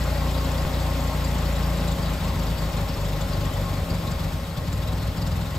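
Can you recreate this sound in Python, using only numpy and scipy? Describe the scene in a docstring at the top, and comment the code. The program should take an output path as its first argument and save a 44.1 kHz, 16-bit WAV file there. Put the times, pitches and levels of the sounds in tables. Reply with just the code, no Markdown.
"""A walled yard at night, two close microphone ports in front of a small two-cylinder air-cooled engine.
From the start it idles at about 29 firings a second: each thumps through the exhaust and off the walls,
casing and panels ring, and valve gear clinks over the roar of the cooling fan and casing.
At 0.65 s the sound jumps once, with a click, like a cut. From 2 s on firings often miss and the engine
slows to about 20 a second near 4.7 s, where the tailpipe barks; then it picks up a little and settles."""
import sys
import numpy as np
from scipy import signal
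from scipy.fft import rfft, irfft
from scipy.io import wavfile
from scipy.ndimage import uniform_filter1d

SR = 44100
rng = np.random.default_rng(int(sys.argv[2]) if len(sys.argv) > 2 else 0)


def waveform_to_disk(signal):
    """Save audio, clipped to [-1, 1], as 16-bit WAV at the path in sys.argv[1]."""
    frames = np.transpose(np.atleast_2d(signal))
    scaled = np.clip(frames, -1, 1) * 32767
    samples = np.round(scaled).astype(np.int16)
    wavfile.write(sys.argv[1], SR, samples)


N = 246078

# engine speed: (time [s], firing rate [1/s])
SPEED = [(0.0, 28.797), (0.3, 29.378), (0.6, 29.461), (0.9, 29.259), (1.2, 28.959), (1.5, 28.359),
         (1.8, 28.236), (2.0, 27.393), (2.15, 27.013), (2.3, 26.819), (2.45, 26.736), (2.6, 26.548),
         (2.75, 26.093), (2.9, 25.025), (3.05, 24.859), (3.2, 24.939), (3.35, 24.872), (3.5, 24.763),
         (3.65, 24.441), (3.8, 24.168), (3.95, 24.033), (4.1, 23.244), (4.25, 23.07), (4.4, 21.247),
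         (4.55, 19.714), (4.7, 19.527), (4.85, 19.999), (5.0, 20.231), (5.15, 20.697), (5.3, 20.663),
         (5.45, 21.097), (5.6, 21.516)]
FAST_PER_S = 29  # firing rate of the opening idle


def gain_of(db):
    """dB to amplitude."""
    return 10 ** (np.asarray(db) / 20)


def firing_rate(t):
    """Firings per second at times t."""
    return np.interp(t, *np.transpose(SPEED))


def by_speed(t, fast_db, db_per_octave):
    """A level in dB at times t: fast_db at the opening idle, changing with each octave of engine speed."""
    return fast_db + db_per_octave * np.log2(firing_rate(t) / FAST_PER_S)


def over(table, hz):
    """Columns of a spectrum, interpolated on a log-frequency axis."""
    f, *columns = np.transpose(table)
    return [np.interp(np.log(hz + 1), np.log(f + 1), c) for c in columns]


def train(times, size):
    """Clicks of the given sizes at the given times."""
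    at = np.round(times * SR).astype(int)
    inside = (at >= 0) & (at < N)
    return np.bincount(at[inside], size[inside], N)


def struck(times, size, modes, ring_s=.5):
    """Blows, some before the start, each ringing the modes as dying sines."""
    t = np.arange(round(ring_s * SR)) / SR
    ring = sum(a * gain_of(-60 * t / t60) * np.sin(2 * np.pi * hz * t) for hz, a, t60 in modes)
    blows = np.bincount(np.round((times + ring_s) * SR).astype(int), size, 2 * N)
    return signal.oaconvolve(blows, ring)[len(t):][:N]


def firings(first_s=.0087, jump_s=.65, jump_turns=.339, uneven=.07):
    """Times and strengths of the firings, one to each turn; the sound jumps once, like a cut."""
    # weak and missed firings: (time [s], strength [1 = full charge, below 0 the pipe sucks back])
    misses = [(0.703, 0.51), (1.113, 0.56), (1.958, -0.31), (2.177, -0.33), (2.326, -0.36), (2.551, -0.27),
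              (2.702, -0.04), (2.858, -0.09), (2.898, 0.68), (2.937, -0.27), (3.097, 0.63), (3.258, -0.22),
              (3.499, 0.31), (3.662, 0.38), (3.827, -0.46), (3.868, -0.23), (3.994, 0.28), (4.036, 0.44),
              (4.164, -0.46), (4.295, 0.36), (4.385, -0.05), (4.432, -0.15), (4.481, 0.4), (4.531, -0.22),
              (4.632, -0.31), (5.132, -0.01), (5.47, 0.64), (5.517, 0.57)]
    t = np.arange(N) / SR
    turns = np.cumsum(firing_rate(t)) / SR - jump_turns * (t > jump_s)
    turns = np.maximum.accumulate(turns - turns[round(first_s * SR)])
    beats = np.interp(np.arange(int(turns[-1]) + 1), turns, t)
    strength = 1 + uneven * rng.standard_normal(len(beats))
    for miss_s, weak in misses:
        strength[np.argmin(abs(beats - miss_s))] = weak
    return beats, strength


def already_running(beats):
    """Five more turns before the start, so the engine is heard in full swing."""
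    return np.r_[beats[0] - np.arange(1, 6) * (beats[1] - beats[0]), beats]


def exhaust(beats, strength, jitter_s=.00015):
    """Each firing rings the pipe and reaches the microphone along four paths; slow ones thump harder."""
    # exhaust pipe modes: (frequency [Hz], relative amplitude, t60 [s])
    pipe = [(61.4, -0.193, 0.1), (77.3, 0.526, 0.0187), (166.5, -0.021, 0.27), (202, -0.065, 0.07)]
    # tailpipe bark: (frequency [Hz], relative amplitude, t60 [s])
    bark_modes = [(95, 0.08, 0.01)]
    # arrivals from the intake suck, the tailpipe and two walls: (time after the firing [s], gain)
    paths = [(-0.0117, -0.505), (-0.0021, 1.0), (0.0191, 0.583), (0.031, 0.253)]
    beats = already_running(beats)
    size = np.r_[strength[:5], strength] * gain_of(by_speed(beats, .13, -3.5))
    fired_s = beats + jitter_s * rng.standard_normal(len(beats))  # charges burn a little early or late
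    deep, upper = gain_of(by_speed(beats, .4, 4)), gain_of(by_speed(beats, .47, 4.8))
    intake = gain_of(by_speed(beats, 0, 7))  # the suck rings less when slow
    thumps = np.zeros(N)
    for (delay_s, gain), fade in zip(paths, (intake, 1, 1, 1)):
        for share, modes in ((deep, pipe[:1]), (fade, pipe[1:2]), (fade * upper, pipe[2:])):
            thumps += struck(fired_s + delay_s, gain * size * share, modes)
    bark_size = size * gain_of(by_speed(beats, -18, -36))  # comes out only when slow
    return thumps + struck(fired_s + .0067, bark_size, bark_modes)


def casing(beats, lead_s=.0119):
    """Casing and air box ring at every turn, fired or not, and shake less when slow."""
    # casing and air box modes: (frequency [Hz], relative amplitude, t60 [s])
    modes = [(48, -0.0287, 0.3), (83.8, 0.0335, 0.2), (95.9, 0.0092, 0.4), (167, 0.0224, 0.32),
             (257.9, 0.0108, 0.26)]
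    beats = already_running(beats)
    return struck(beats - lead_s, gain_of(by_speed(beats, 1.4, 10)), modes)


def panels(beats, strength, unfired_share=.58, uneven_db=2):
    """Sheet metal hums, each panel shaken at its own moment of the turn, less when slow or on a miss."""
    # one mode to a panel: (frequency [Hz], relative amplitude, t60 [s])
    modes = [(529.5, 0.0036, 0.21), (552.6, 0.011, 0.32), (570.5, 0.01, 0.28), (622, 0.02, 0.079),
             (761, 0.0066, 0.25), (840.3, 0.0063, 0.16), (910.8, 0.0049, 0.22), (1018, 0.0094, 0.099),
             (1080, 0.0033, 0.64)]
    shake = unfired_share + (1 - unfired_share) * np.clip(strength, 0, 2)
    size = shake * gain_of(by_speed(beats, .29, 12))
    chance = gain_of(uneven_db * rng.standard_normal((len(beats), len(modes))))
    moments = np.arange(len(modes)) * (np.sqrt(5) - 1) / 2 % 1 - .5  # spread evenly over the turn
    return sum(struck(beats + moments[k] / firing_rate(beats), size * chance[:, k], [mode])
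               for k, mode in enumerate(modes))


def charge_puffs(beats, strength, lead_s=.02, length_s=.026):
    """A smooth bump at each burning charge, just ahead of its thump."""
    charges = train(beats - lead_s, np.clip(strength, 0, 2))
    return signal.oaconvolve(charges, np.hanning(round(length_s * SR)))[:N]


def fan_roar(puffs, hop=128, window=512):
    """Noise of fan and casing through the shroud; its treble swells with each burning charge."""
    # spectrum of the roar at the left port: (frequency [Hz], relative level [dB])
    spectrum = [(25, -44), (50, -6), (100, -12), (150, -13.5), (205, -11), (270, -12.5), (380, -17.5),
                (600, -14.5), (1000, -16.5), (1600, -23.5), (3600, -24.5), (5300, -28.5), (6300, -32.5),
                (8200, -33), (11800, -32.5), (15000, -38)]
    # casing and fan shroud resonances: (frequency [Hz], width [Hz], gain [dB])
    shroud = [(95, 22, 6), (168, 18, 7), (265, 25, 3), (555, 90, 4), (705, 30, -7), (836, 30, 4),
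              (880, 35, -6), (925, 25, 6), (1130, 30, -4), (965, 60, -7.5), (1080, 45, 6), (1940, 70, 3),
              (2130, 40, 3)]
    sample_s, t = np.arange(N) / SR, np.arange(N // hop + 5) * hop / SR
    hz = np.fft.rfftfreq(window, 1 / SR)[:, None]
    real, imag, patches = rng.standard_normal((2, len(t), len(hz), 3)).transpose(3, 0, 2, 1)
    patches = uniform_filter1d(uniform_filter1d(patches[0], 6, 0), 12, 1)
    flicker_db = patches / np.sqrt(np.mean(patches ** 2))
    treble = np.clip(np.log(hz / 1200 + 1e-9) / np.log(3.5), 0, 1)
    bass = np.clip((210 - hz) / 110, 0, 1)
    level_db = by_speed(t, -34.5, 6.8)
    treble_db = by_speed(t, -2.17, -.6)  # the treble falls less than the body
    swell_db = by_speed(t, 1, -6.5) * np.interp(t, sample_s, puffs - puffs.mean())
    rumble_db = by_speed(t, -2, -20)  # the bass grows as the engine labours
    burn = np.interp(t, sample_s, uniform_filter1d(puffs, 1800) / firing_rate(sample_s))
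    sag_db = burn / burn.mean() - 1  # the body sags when charges miss
    shape_db = treble * (treble_db + swell_db) + (1 - treble) * sag_db + bass * rumble_db
    field = (real + 1j * imag) * gain_of(level_db + flicker_db + shape_db)
    noise = signal.istft(field, nperseg=window, noverlap=window - hop)[1][:, :N]
    noise /= np.sqrt(np.mean(noise ** 2) / np.mean(gain_of(2 * level_db)))
    fine_hz = np.fft.rfftfreq(N, 1 / SR)
    shroud_db = sum(db / (1 + (2 * (fine_hz - f) / width) ** 2) for f, width, db in shroud)
    colour = gain_of(over(spectrum, fine_hz)[0] + shroud_db)
    colour /= np.sqrt(np.mean(colour ** 2 * (fine_hz > 300) * (fine_hz < 2500)))  # the body sets the level
    return irfft(rfft(noise) * colour, N)


def rattle(times, level_db, modes, part_hz, spread_s, count=10):
    """A few quick taps in each blow, most at its start; modes near the struck part's pitch ring most."""
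    # neighbouring parts ring a little apart: (frequency ratio)
    detunes = (.983, .994, 1.005, 1.017)
    t, out = np.arange(SR // 16) / SR, np.zeros((2, N))
    attack = np.minimum(t / .0012, 1)
    for hz, db, t60 in modes:
        when, sign, part = rng.random((len(times), 3, 2, count)).transpose(1, 0, 2, 3)
        tap_s = times[:, None, None] + spread_s * when ** 2
        share = .38 + np.exp(-(np.log(hz / part_hz) / .081) ** 2)
        size = (gain_of(level_db) * share)[:, None, None] * np.sign(sign - .5) / np.sqrt(count)
        for j, detune in enumerate(detunes):
            ring = attack * gain_of(db - 60 * t / t60) * np.sin(2 * np.pi * hz * detune * t)
            on_part = size * ((part * len(detunes)).astype(int) == j)
            taps = [train(tap_s[:, k].ravel(), on_part[:, k].ravel()) for k in range(2)]
            out += signal.oaconvolve(taps, ring[None], axes=1)[:, :N]
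    return out


def valves(beats, strength, gear_db=-44, tappet_db=-48, scatter_db=2, gear_lead_s=.013, tick_lead_s=.008):
    """Gear clinks and tappets tick at each strong firing; loose gear rattles between, loud blows on top."""
    # valve gear modes: (frequency [Hz], relative level [dB], t60 [s])
    gear_modes = [(1930, -2, 0.049), (2164, -10, 0.032), (2684, -10, 0.052), (3170, -5.5, 0.071),
                  (3470, -1.5, 0.082), (3610, -6, 0.06), (3680, -23, 0.043), (3863, -1.5, 0.093),
                  (4174, -1.5, 0.097), (4510, -4, 0.09), (4730, -1, 0.077), (4880, -5.5, 0.045),
                  (5304, 3.5, 0.025)]
    # tappet modes: (frequency [Hz], relative level [dB], t60 [s])
    tappet_modes = [(6870, 0.5, 0.02), (7300, 1.3, 0.042), (7670, 1, 0.017), (8100, 4.4, 0.0092)]
    # accented clinks: (time [s], relative level [dB], pitch of the part struck [Hz])
    clinks = [(0.006, -30.5, 1930), (0.077, -39, 1930), (0.147, -34, 1960), (0.176, -39, 4730),
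              (0.2029, -40, 4690), (0.2813, -44, 3480), (0.341, -34, 3630), (0.376, -37, 4700),
              (0.448, -34, 1950), (0.577, -35, 4650), (0.664, -40, 3650), (0.732, -35, 3650),
              (0.915, -38, 1950), (0.9348, -45, 3470), (1.075, -33, 1950), (1.243, -37, 4750),
              (1.276, -38, 5300), (1.455, -37, 4730), (1.5599, -39, 3640), (1.6257, -36, 5000),
              (1.8731, -35.5, 3900), (1.9086, -34, 3600), (2.025, -40, 4730), (2.06, -39, 3750),
              (2.135, -40, 4400), (2.2079, -39, 3720), (2.2443, -41, 4100), (2.285, -41, 4730),
              (2.394, -40, 4730), (2.4665, -36, 4730), (2.4987, -39, 3620), (2.5556, -42, 4730),
              (2.583, -40, 4730), (2.615, -42, 4170), (2.771, -40, 4100), (2.886, -38, 5300),
              (2.9417, -37, 5280), (3.051, -46, 3740), (3.1245, -40, 3700), (3.2096, -36.5, 3610),
              (3.3258, -35, 4600), (3.455, -37, 1950), (3.616, -40, 1950), (3.7385, -42, 4150),
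              (3.785, -39, 1950), (3.8995, -36, 4730), (3.9444, -45, 3510), (4.0685, -36.5, 3870),
              (4.115, -40, 4580), (4.199, -44, 4670), (4.2433, -48, 4740), (4.57, -39, 3510),
              (4.672, -41, 3460), (4.7237, -42, 4730), (4.8247, -40, 3740), (4.8728, -34, 3630),
              (4.922, -44, 3900), (4.9776, -42, 4510), (5.025, -42, 3930), (5.0739, -44, 4130),
              (5.1773, -40, 4680), (5.21, -35.5, 4730), (5.265, -48, 4700), (5.4116, -42, 3900),
              (5.5603, -43, 3940)]
    # accented tappet ticks: (time [s], relative level [dB])
    ticks = [(0.035, -39), (0.3117, -38.5), (0.4444, -41), (0.5142, -39.5), (0.618, -44), (1.0031, -39.5),
             (1.037, -41), (1.0715, -40), (1.1418, -50), (1.2423, -37), (1.281, -40), (1.3848, -39),
             (1.5234, -40), (1.5618, -38), (1.773, -44), (1.878, -39), (1.915, -36), (2.2455, -39),
             (2.434, -44), (2.583, -44), (2.6199, -46), (2.7347, -44), (2.7704, -41), (3.052, -44),
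             (3.211, -38), (3.4528, -40), (3.5344, -45), (3.945, -42), (4.114, -41), (4.7267, -37),
             (5.174, -44), (5.271, -41.5)]
    burning_s = beats[strength > .6]
    chance_db = scatter_db * rng.standard_normal((len(burning_s), 2))
    loose_s = (beats[:-1, None] + rng.random((len(beats) - 1, 4)) * np.diff(beats)[:, None]).ravel()
    clink_s, clink_db, part_hz = np.transpose(clinks)
    clink_s = np.r_[clink_s, burning_s - gear_lead_s, loose_s]
    clink_db = np.r_[clink_db, gear_db + chance_db[:, 0], by_speed(loose_s, -45.5, 1.9)]
    part_hz = np.r_[part_hz, rng.uniform(1780, 5860, len(burning_s) + len(loose_s))]
    gear = rattle(clink_s, clink_db, gear_modes, part_hz, spread_s=.016)
    tick_s, tick_db = np.transpose(ticks)
    tick_s = np.r_[tick_s, burning_s - tick_lead_s]
    tick_db = np.r_[tick_db, tappet_db + chance_db[:, 1]]
    return gear + rattle(tick_s, tick_db, tappet_modes, part_hz=7400, spread_s=.006)


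def click(at_s=.6511, size=-.2, drop_s=.00012, fade_s=.004):
    """One click where the sound jumps: a quick step that dies away at once."""
    t = np.maximum(np.arange(N) / SR - at_s, 0)
    return size * (1 - np.exp(-(t / drop_s) ** 2)) * np.exp(-t / fade_s)


def stereo_image(direct, scattered):
    """Direct sound on the left; on the right a phase-shifted copy, plus sound scattered by the yard."""
    # right channel against left: (frequency [Hz], likeness [0-1], phase lead [rad])
    # in the treble hiss the channels are opposite near 10 kHz, identical near 13.5 kHz
    coherence = [(60, .997, 0), (340, .95, -.1), (860, .72, -.1), (1300, .74, 0), (1900, .62, -.15),
                 (3000, .62, -.8), (5000, .7, -.7), (6000, .3, .2), (6600, .88, 0), (7600, .8, .45),
                 (8600, .66, 1.4), (9300, 1, np.pi), (10950, 1, np.pi), (11100, .7, 4.05),
                 (12250, .62, 5.4), (12700, 1, 2 * np.pi), (14350, 1, 2 * np.pi), (14800, .56, 7.3),
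                 (15400, .6, 9)]
    # channel balance: (frequency [Hz], left minus right [dB])
    balance = [(60, 1), (200, 2), (700, 3.5), (1300, 2), (3000, 3.8), (5000, 3.5), (6500, 1), (8500, 0),
               (15000, 0)]
    hz = np.fft.rfftfreq(N, 1 / SR)
    likeness, lead = over(coherence, hz)
    right = likeness * np.exp(1j * lead) * rfft(direct) + np.sqrt(1 - likeness ** 2) * rfft(scattered)
    right /= gain_of(over(balance, hz)[0])
    return np.array([direct, irfft(right, N)])


def scene(echo_s=.011):
    """The engine from close in front, with the yard around it."""
    beats, strength = firings()
    thud = exhaust(beats, strength) + casing(beats) + panels(beats, strength)
    direct, scattered = fan_roar(charge_puffs(beats, strength)) + valves(beats, strength)
    echo = np.r_[np.zeros(round(echo_s * SR)), thud][:N]  # the beat returns from the side of the yard
    return stereo_image(direct + thud, scattered + echo) + click()


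def record(dry, low_hz=4, edge_hz=15750):
    """The microphone passes no steady pressure; then the band ends steeply in the high treble."""
    passed = signal.sosfilt(signal.butter(1, low_hz, "high", fs=SR, output="sos"), dry)
    band_limit = signal.firwin(1023, edge_hz, window=("kaiser", 10), fs=SR)
    return signal.oaconvolve(passed, band_limit[None], "same")


dry = scene()
out = record(dry)
waveform_to_disk(out)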